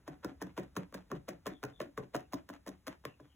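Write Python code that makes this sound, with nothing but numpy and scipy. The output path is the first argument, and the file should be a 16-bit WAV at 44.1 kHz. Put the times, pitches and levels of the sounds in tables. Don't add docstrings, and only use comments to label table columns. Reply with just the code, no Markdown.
import sys
import numpy as np
from scipy import signal
from scipy.fft import rfft, irfft, next_fast_len
from scipy.io import wavfile
from scipy.ndimage import map_coordinates

SR = 44100
rng = np.random.default_rng(int(sys.argv[2]) if len(sys.argv) > 2 else 0)


def log_audio(samples):
    frames = np.atleast_2d(samples).T
    limited = np.clip(frames, -1, 1)
    pcm = np.round(limited * 32767).astype(np.int16)
    wavfile.write(sys.argv[1], SR, pcm)


def to_linear_factor(level_db):
    exponent = np.asarray(level_db, float) / 20
    return 10 ** exponent


N = 147735

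# frequency in Hz, level in dB per Hz.
AIR_COLOUR = [(15, -42), (25, -2), (185, 5), (591, -10), (1940, -14.5), (3080, -21.5), (3920, -21),
              (10700, -25), (16000, -29)]
# time in seconds, level in dB.
AIR_DRIFT = [(0, 2), (.6, 1), (1.7, 0), (2.5, -1.5), (3.35, -3)]
AIR_DB, HISS_TOP_HZ = -70.5, 16000
RUMBLE_HZ, RUMBLE_WIDTH_HZ, RUMBLE_DB = 66, 35, -67.5

# frequency in Hz, time to fall 60 dB in seconds.
ROOM_DECAY = [(150, 0.26), (700, 0.17), (3000, 0.14), (12000, 0.11)]
ROOM_DB = -14.5

# start in seconds, length in seconds, pitch in Hz, level in dB.
BIRDS = [
    (1.499, 0.11, 3450, -67.5),
    (1.724, 0.098, 3500, -68.5),
    (2.206, 0.07, 2720, -74),
    (3.06, 0.11, 2750, -66),
    (3.201, 0.096, 3350, -79),
    (3.275, 0.14, 3000, -72.5),
]
BIRD_SAG_HZ_PER_S, BIRD_BLUR_HZ, BIRD_HALO_HZ, BIRD_HALO_DB = 1800, 150, 420, -13

# frequency in Hz, level in dB, time to fall 60 dB in seconds.
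TABLE_MODES = [(282.5, 2.5, 0.086), (357, 3.5, 0.049), (416, -8.5, 0.037), (565.3, 0.5, 0.47),
               (740, 1, 0.19), (1017, -3.5, 0.11), (1397, -8, 0.028), (1790, -8, 0.0067)]
# frequency in Hz, level in dB, time to fall 60 dB in seconds.
BOOM_MODES = [(130.7, -2, 0.11), (161, -5, 0.42), (188.9, -0.5, 0.41)]
# frequency in Hz, level in dB.
BENDING_WAVE = [(80, -23), (200, 4.5), (600, 7.5), (1500, -37.5), (2500, -10), (4000, -63)]
LATE_S, WAVE_DB = 0.01, -6
NOTE_DB, NOTE_OCTAVES, MODE_SCATTER_DB = 9, 0.24, 4.5
LONGEST_RING_S = 0.15

# time in seconds, thud level in dB, boom level in dB, thud note in Hz.
THUDS = [(0.075, -34.5, -52, 288), (0.24, -28, -46.5, 297), (0.413, -32, -46.5, 281),
         (0.578, -27, -46.5, 466), (0.769, -29, -38.5, 370), (0.942, -36, -49.5, 273),
         (1.115, -27.5, -43.5, 257), (1.286, -33.5, -51.5, 302), (1.464, -29.5, -48, 400),
         (1.635, -30, -46.5, 406), (1.805, -31, -53, 354), (1.98, -29.5, -47, 435),
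         (2.147, -25.5, -48.5, 321), (2.332, -26, -49.5, 296), (2.496, -36.5, -58.5, 288),
         (2.671, -34, -55, 338), (2.874, -33.5, -56, 284), (3.051, -35.5, -52.5, 280),
         (3.2, -46, -63.5, 278)]
BOOM_NOTES_HZ = [150, 185, 185, 150, 185, 185, 150, 185, 185, 140, 150, 145, 155, 185, 185, 150, 150, 150,
                 150]
THUD_TILT_DB = [1, -1.5, 0.5, -3, 0.81, -4.8, -3.8, -1, -1, 0.66, 0.7, -2.1, -2.1, -2.4, -5.1, -2.3, -4,
                -3.8, -5.6]
THUD_DB, BOOM_DB = -13.5, -2
DRAG_DB, DRAG_RISE_S, DRAG_FALL_S = -19, 0.0024, 0.024

# time in seconds, snap in dB, its knock in dB, crunch in dB.
STABS = [(0.077, -35, -39, -56.5), (0.2451, -26, -35, -56), (0.416, -33.5, -34.5, -47),
         (0.5772, -40, -29.5, -48), (0.7651, -26, -28, -44.5), (0.9416, -30.5, -47.5, -48),
         (1.115, -32, -34, -67), (1.285, -36, -39, -46.5), (1.4661, -23, -34, -44), (1.6367, -24, -37, -59),
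         (1.803, -42, -31.5, -55.5), (1.9754, -35.5, -33.5, -49), (2.146, -46, -29, -43.5),
         (2.333, -27, -29.5, -57), (2.4891, -35.5, -46, -55.5), (2.6726, -48, -38.5, -46),
         (2.8711, -37, -41, -46), (3.0513, -23.5, -32.5, -57.5), (3.1983, -72, -49.5, -71)]
# time in seconds, snap level in dB,
# knock level in dB.
SNAPS = [(0.4228, -28, -39.5), (0.5667, -43, -56), (0.5834, -38.5, -60), (0.7725, -56, -38.5),
         (0.9243, -44.5, -48), (0.9471, -45, -36.5), (1.1013, -52, -51.5), (1.2811, -42, -40.5),
         (1.2884, -27.5, -42), (1.4587, -51, -37.5), (1.4678, -33, -40.5), (1.4728, -50, -40),
         (1.6291, -31.5, -37.5), (1.6504, -35, -69), (1.8149, -32.5, -40.5), (1.9816, -46, -41),
         (2.138, -61, -47), (2.1501, -41, -37), (2.153, -30.5, -36), (2.1633, -26.5, -52),
         (2.3399, -27.5, -45), (2.3439, -34, -48), (2.4987, -44, -38.5), (2.5039, -40, -58),
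         (2.6635, -36.5, -44), (2.682, -53, -48.5), (2.6897, -32.5, -47), (2.8672, -29.5, -50),
         (2.8791, -25.5, -39), (3.038, -57, -54), (0.633, -45, -68), (0.753, -44, -59), (1.9857, -47, -60),
         (2.028, -56, -50), (2.324, -38, -77), (2.537, -44, -57), (2.551, -53, -63), (2.915, -57, -59),
         (2.195, -44, -64), (0.291, -60, -72), (0.468, -49, -54), (1.158, -52, -54), (2.173, -45, -66),
         (2.205, -45, -67), (0.596, -39, -61), (1.8175, -36, -51)]
# frequency in Hz, level in dB.
BARB_COLOUR = [(500, -13), (1500, 7), (3000, -2), (6400, 1), (8000, -4), (12000, -5.5), (15500, -5.5),
               (16300, -14)]
SNAP_T60, SNAP_DB, ARRIVE_S, JOLT_SHARE = 0.0064, -3, 0.0008, 0.81
KNOCK_FROM_HZ, KNOCK_TO_HZ, KNOCK_SAG_S, KNOCK_T60, KNOCK_DB = 2175, 620, 0.00088, 0.0085, 3
CRUNCH_RISE_S, CRUNCH_FALL_S = 0.0061, 0.0069

# frequency in Hz, level in dB, time to fall 60 dB in seconds.
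MAT_MODES = [(593, 7, 0.016), (1031, -4, 0.022), (1497, -2, 0.0064), (1755, -4, 0.0096),
             (2590, -17.5, 0.0033), (3060, 1, 0.0013)]
MAT_DB, MAT_SCATTER_DB, MAT_LATE_CYCLES = 1.5, 2.5, 1.25

# time in seconds, rustle level in dB, table level in dB.
PULLS = [(0.1196, -51, -48), (0.2914, -46.5, -40), (0.4663, -47, -44), (0.632, -51, -48),
         (0.8096, -45, -44), (0.9812, -49, -73.5), (1.1565, -49.5, -46), (1.335, -54, -49),
         (1.511, -49, -41), (1.6894, -50.5, -49), (1.859, -56, -43), (2.0273, -53.5, -47),
         (2.1954, -45.5, -45), (2.3743, -46.5, -45.5), (2.5374, -49.5, -71), (2.729, -54, -64),
         (2.9148, -49, -59), (3.0894, -53, -68), (3.2485, -58.5, -88)]
# frequency in Hz, level in dB.
WOOL_COLOUR = [(100, -71), (400, 11), (800, 18), (2000, 11), (3500, 2), (6500, -5.5), (10000, -13.5),
               (15500, -19)]
PULL_DB, PULL_THUD_DB = -14, -9.5
PULL_SHAPE = 0.013, 0.027, 1.43
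TOUCH_DB, TOUCH_RISE_S, TOUCH_FALL_S = -29, 0.0091, 0.0019
CLUMPS_PER_S, CLUMP_DB = 70, 3
GRAINS_PER_S, GRAIN_SPREAD_DB, GRAIN_TOP_DB = 2500, 5, 10

# frequency in Hz, phase in radians.
LEAD = [(100, -.05), (500, -.3), (700, -1.2), (950, 0), (1650, 0), (2100, .9), (3500, 1.2), (4720, 3.14)]
LEAD_RAD_PER_KHZ = 1.544
# frequency in Hz, likeness from 0 to 1.
ALIKE = [(100, .98), (250, .985), (450, .92), (700, .6), (1300, .95), (2600, .7), (3500, .92), (4300, .998)]
# frequency in Hz, difference in dB.
TILT = [(300, 1), (550, 2), (700, 1.5), (950, -3.5), (1200, 2.5), (2300, -2.5), (3000, 6.5)]
TOP_HZ = 16650


def unit(x):
    return x / np.sqrt(np.mean(x ** 2) + 1e-20)


def along(points, hz):
    f, v = np.transpose(points)
    return np.interp(np.log(hz + 1), np.log(f + 1), v)


def filtered(x, response):
    m = next_fast_len(x.shape[-1] + SR // 4)
    return irfft(rfft(x, m) * response(np.fft.rfftfreq(m, 1 / SR)), m)[..., :x.shape[-1]]


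def peak(f, hz, width_hz):
    return 1j * f * width_hz / (hz * hz - f * f + 1j * f * width_hz)


def swell(s, rise_s, fall_s, blunt=1):
    t = np.arange(N) / SR - s
    return np.where(t < 0, np.exp(-(t / rise_s) ** 2), np.exp(-(np.abs(t) / fall_s) ** blunt))


def air():
    hiss = unit(filtered(rng.standard_normal(N), lambda f: to_linear_factor(along(AIR_COLOUR, f)) * (f < HISS_TOP_HZ)))
    rumble = unit(filtered(rng.standard_normal(N), lambda f: peak(f, RUMBLE_HZ, RUMBLE_WIDTH_HZ) ** 2))
    low = filtered(hiss, lambda f: 1 / (1 + (f / 2200) ** 4))
    drift = to_linear_factor(np.interp(np.arange(N) / SR, *np.transpose(AIR_DRIFT)))
    return to_linear_factor(AIR_DB) * (hiss + (drift - 1) * low) + to_linear_factor(RUMBLE_DB) * drift * rumble


def room(x):
    out, step = np.zeros(N + SR), SR // 3
    for a in range(0, N, step):
        hz, t, z = signal.stft(rng.standard_normal(SR // 2), SR, nperseg=256)
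        fading = z * to_linear_factor(-60 * t / along(ROOM_DECAY, hz)[:, None])
        tail = signal.istft(fading, SR, nperseg=256)[1]
        wet = signal.fftconvolve(x[a:a + step], tail / np.linalg.norm(tail))
        out[a + 300:][:len(wet)] += wet
    return out[:N]


def birds():
    def blur_shape(f):
        halo = to_linear_factor(BIRD_HALO_DB) * np.exp(-(f / BIRD_HALO_HZ) ** 2)
        return np.exp(-(f / BIRD_BLUR_HZ) ** 2) + halo

    out = np.zeros(N)
    for s, length, hz, db in BIRDS:
        t = np.arange(N) / SR - s
        blur = unit(filtered(rng.standard_normal(N), blur_shape))
        loudness = to_linear_factor(db) * np.sin(np.pi * np.clip(t / length, 0, 1) ** 0.79)
        whistle = np.sin(2 * np.pi * (hz - BIRD_SAG_HZ_PER_S * (t - length) / 2) * t)
        out += loudness * blur * whistle
    return out


def table(force, modes, note_hz, wave_db, tilt_db=0):
    lift = rng.normal(0, 1, len(modes)) * MODE_SCATTER_DB

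    def response(f):
        ring = 0
        for k, (hz, db, t60) in enumerate(modes):
            near_db = NOTE_DB * np.exp(-(np.log2(hz / note_hz) / NOTE_OCTAVES) ** 2)
            width_hz = np.log(1000) / np.pi / min(t60, LONGEST_RING_S)
            ring = ring + (-1) ** k * to_linear_factor(db + lift[k] + near_db) * peak(f, hz, width_hz)
        wave = to_linear_factor(wave_db + along(BENDING_WAVE, f))
        tilt = to_linear_factor(tilt_db * np.log2(np.clip(f, 250, 1500) / 400))
        late = 4 * np.pi * LATE_S * (np.sqrt(300 * f) - f / 6)
        return (ring + wave) * tilt * np.exp(-1j * late)
    return filtered(force, response)


def grains(share=1):
    size_db = np.minimum(GRAIN_SPREAD_DB * rng.exponential(size=N), GRAIN_TOP_DB)
    size = to_linear_factor(size_db) * rng.standard_normal(N)
    ticks = size * (rng.random(N) < share * GRAINS_PER_S / SR)
    return unit(ticks + 0.5 * share * rng.standard_normal(N))


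def thuds(jolts):
    out = np.zeros(N + SR)
    grip = sum(swell(s + DRAG_RISE_S, DRAG_RISE_S, DRAG_FALL_S) for s, *_ in THUDS)
    push = jolts + to_linear_factor(DRAG_DB) * grip * grains()
    for (s, db, boom_db, hz), boom_hz, tilt_db in zip(THUDS, BOOM_NOTES_HZ, THUD_TILT_DB):
        a = round((s - 0.03) * SR)
        force = np.pad(push[a:a + SR // 7], (0, SR // 3))
        thud = table(force, TABLE_MODES, hz, WAVE_DB, tilt_db)
        boom = table(force, BOOM_MODES, boom_hz, -99, tilt_db)
        for ring, level_db in [(thud, db + THUD_DB), (boom, boom_db + BOOM_DB)]:
            strength = np.sqrt(np.mean(ring[SR // 33:SR // 14] ** 2))
            out[a:a + len(ring)] += to_linear_factor(level_db) * ring / strength
    return out[:N]


def mat_knock(t):
    sweep = KNOCK_TO_HZ + (KNOCK_FROM_HZ - KNOCK_TO_HZ) * np.exp(-t / KNOCK_SAG_S)
    hz = sweep * to_linear_factor(rng.normal())
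    knock = to_linear_factor(-60 * t / KNOCK_T60) * (1 - np.exp(-t / 0.0024)) * np.sin(2 * np.pi * np.cumsum(hz) / SR)
    for k, (mode_hz, db, t60) in enumerate(MAT_MODES):
        level_luck, pitch_luck = rng.standard_normal(2)
        soft = 1 - np.exp(-(t * mode_hz / MAT_LATE_CYCLES) ** 2)
        fall = to_linear_factor(MAT_DB + db + MAT_SCATTER_DB * level_luck - 60 * t / t60)
        tone = np.sin(2 * np.pi * mode_hz * to_linear_factor(0.5 * pitch_luck) * t)
        knock = knock + (-1) ** k * soft * fall * tone
    return knock


def barbs():
    t = np.arange(SR // 50) / SR
    snaps, knocks, jolts = np.zeros(N + SR), np.zeros(N + SR), np.zeros(N)
    for s, db, knock_db in [row[:3] for row in STABS] + list(SNAPS):
        at = round((s + ARRIVE_S) * SR)
        burst = (1 - np.exp(-t / 0.00032)) * rng.standard_normal(len(t))
        snaps[at:][:len(t)] += to_linear_factor(db + SNAP_DB - 60 * t / SNAP_T60) * burst
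        knocks[at:][:len(t)] += to_linear_factor(knock_db + KNOCK_DB) * mat_knock(t)
        jolts[at] = to_linear_factor((knock_db + 45) * JOLT_SHARE)
    crunch = sum(to_linear_factor(db) * swell(s + CRUNCH_RISE_S, CRUNCH_RISE_S, CRUNCH_FALL_S) for s, *_, db in STABS)
    bright = filtered(snaps[:N] + crunch * grains(0.5), lambda f: to_linear_factor(along(BARB_COLOUR, f)) * (f > 300))
    dull = filtered(knocks[:N], lambda f: (1j * f / (200 + 1j * f)) ** 2)
    return bright + dull, jolts


def rustle():
    touch = sum(to_linear_factor(db + TOUCH_DB) * swell(s, TOUCH_RISE_S, TOUCH_FALL_S) for s, db, *_ in THUDS)
    pull = sum(to_linear_factor(db + PULL_DB) * swell(s, *PULL_SHAPE) for s, db, _ in PULLS)
    clumps = map_coordinates(rng.standard_normal(SR // 100), [np.arange(N) * CLUMPS_PER_S / SR])
    pull = pull * to_linear_factor(CLUMP_DB * clumps)
    return filtered(touch * grains() + pull * grains(0.44), lambda f: to_linear_factor(along(WOOL_COLOUR, f)))


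def tugs():
    tug = sum(to_linear_factor(db + PULL_THUD_DB) * swell(s, *PULL_SHAPE) for s, _, db in PULLS) * grains()
    tugged = table(tug, TABLE_MODES, 293, WAVE_DB)
    return tugged * np.std(tug) / np.std(tugged)


def needle():
    snaps, jolts = barbs()
    return snaps + thuds(jolts) + rustle() + tugs()


def scene():
    near = needle() + birds()
    common = near + to_linear_factor(ROOM_DB) * room(near) + air()
    other = room(near) + air()

    def blend(f):
        turn = np.arccos(np.clip(along(ALIKE, f), 0, 1)) / 2
        return np.array([np.cos(turn), np.sin(turn)])
    mid, side = filtered(np.array([common, other]), blend)
    return np.array([mid + side, mid - side])


def roll_off(x):
    return signal.sosfilt(signal.butter(12, 16990, fs=SR, output="sos"), x)


def record(dry):
    hz, rad = np.transpose(LEAD)

    def ports(f):
        lead = np.interp(f, hz, rad) + LEAD_RAD_PER_KHZ * np.maximum(f - hz[-1], 0) / 1000
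        half = to_linear_factor(along(TILT, f) * (f < 3800) / 2) * np.exp(0.5j * lead)
        return half ** np.array([[1], [-1]]) * (f < TOP_HZ)
    return roll_off(filtered(dry, ports))


dry = scene()
out = record(dry)
log_audio(out)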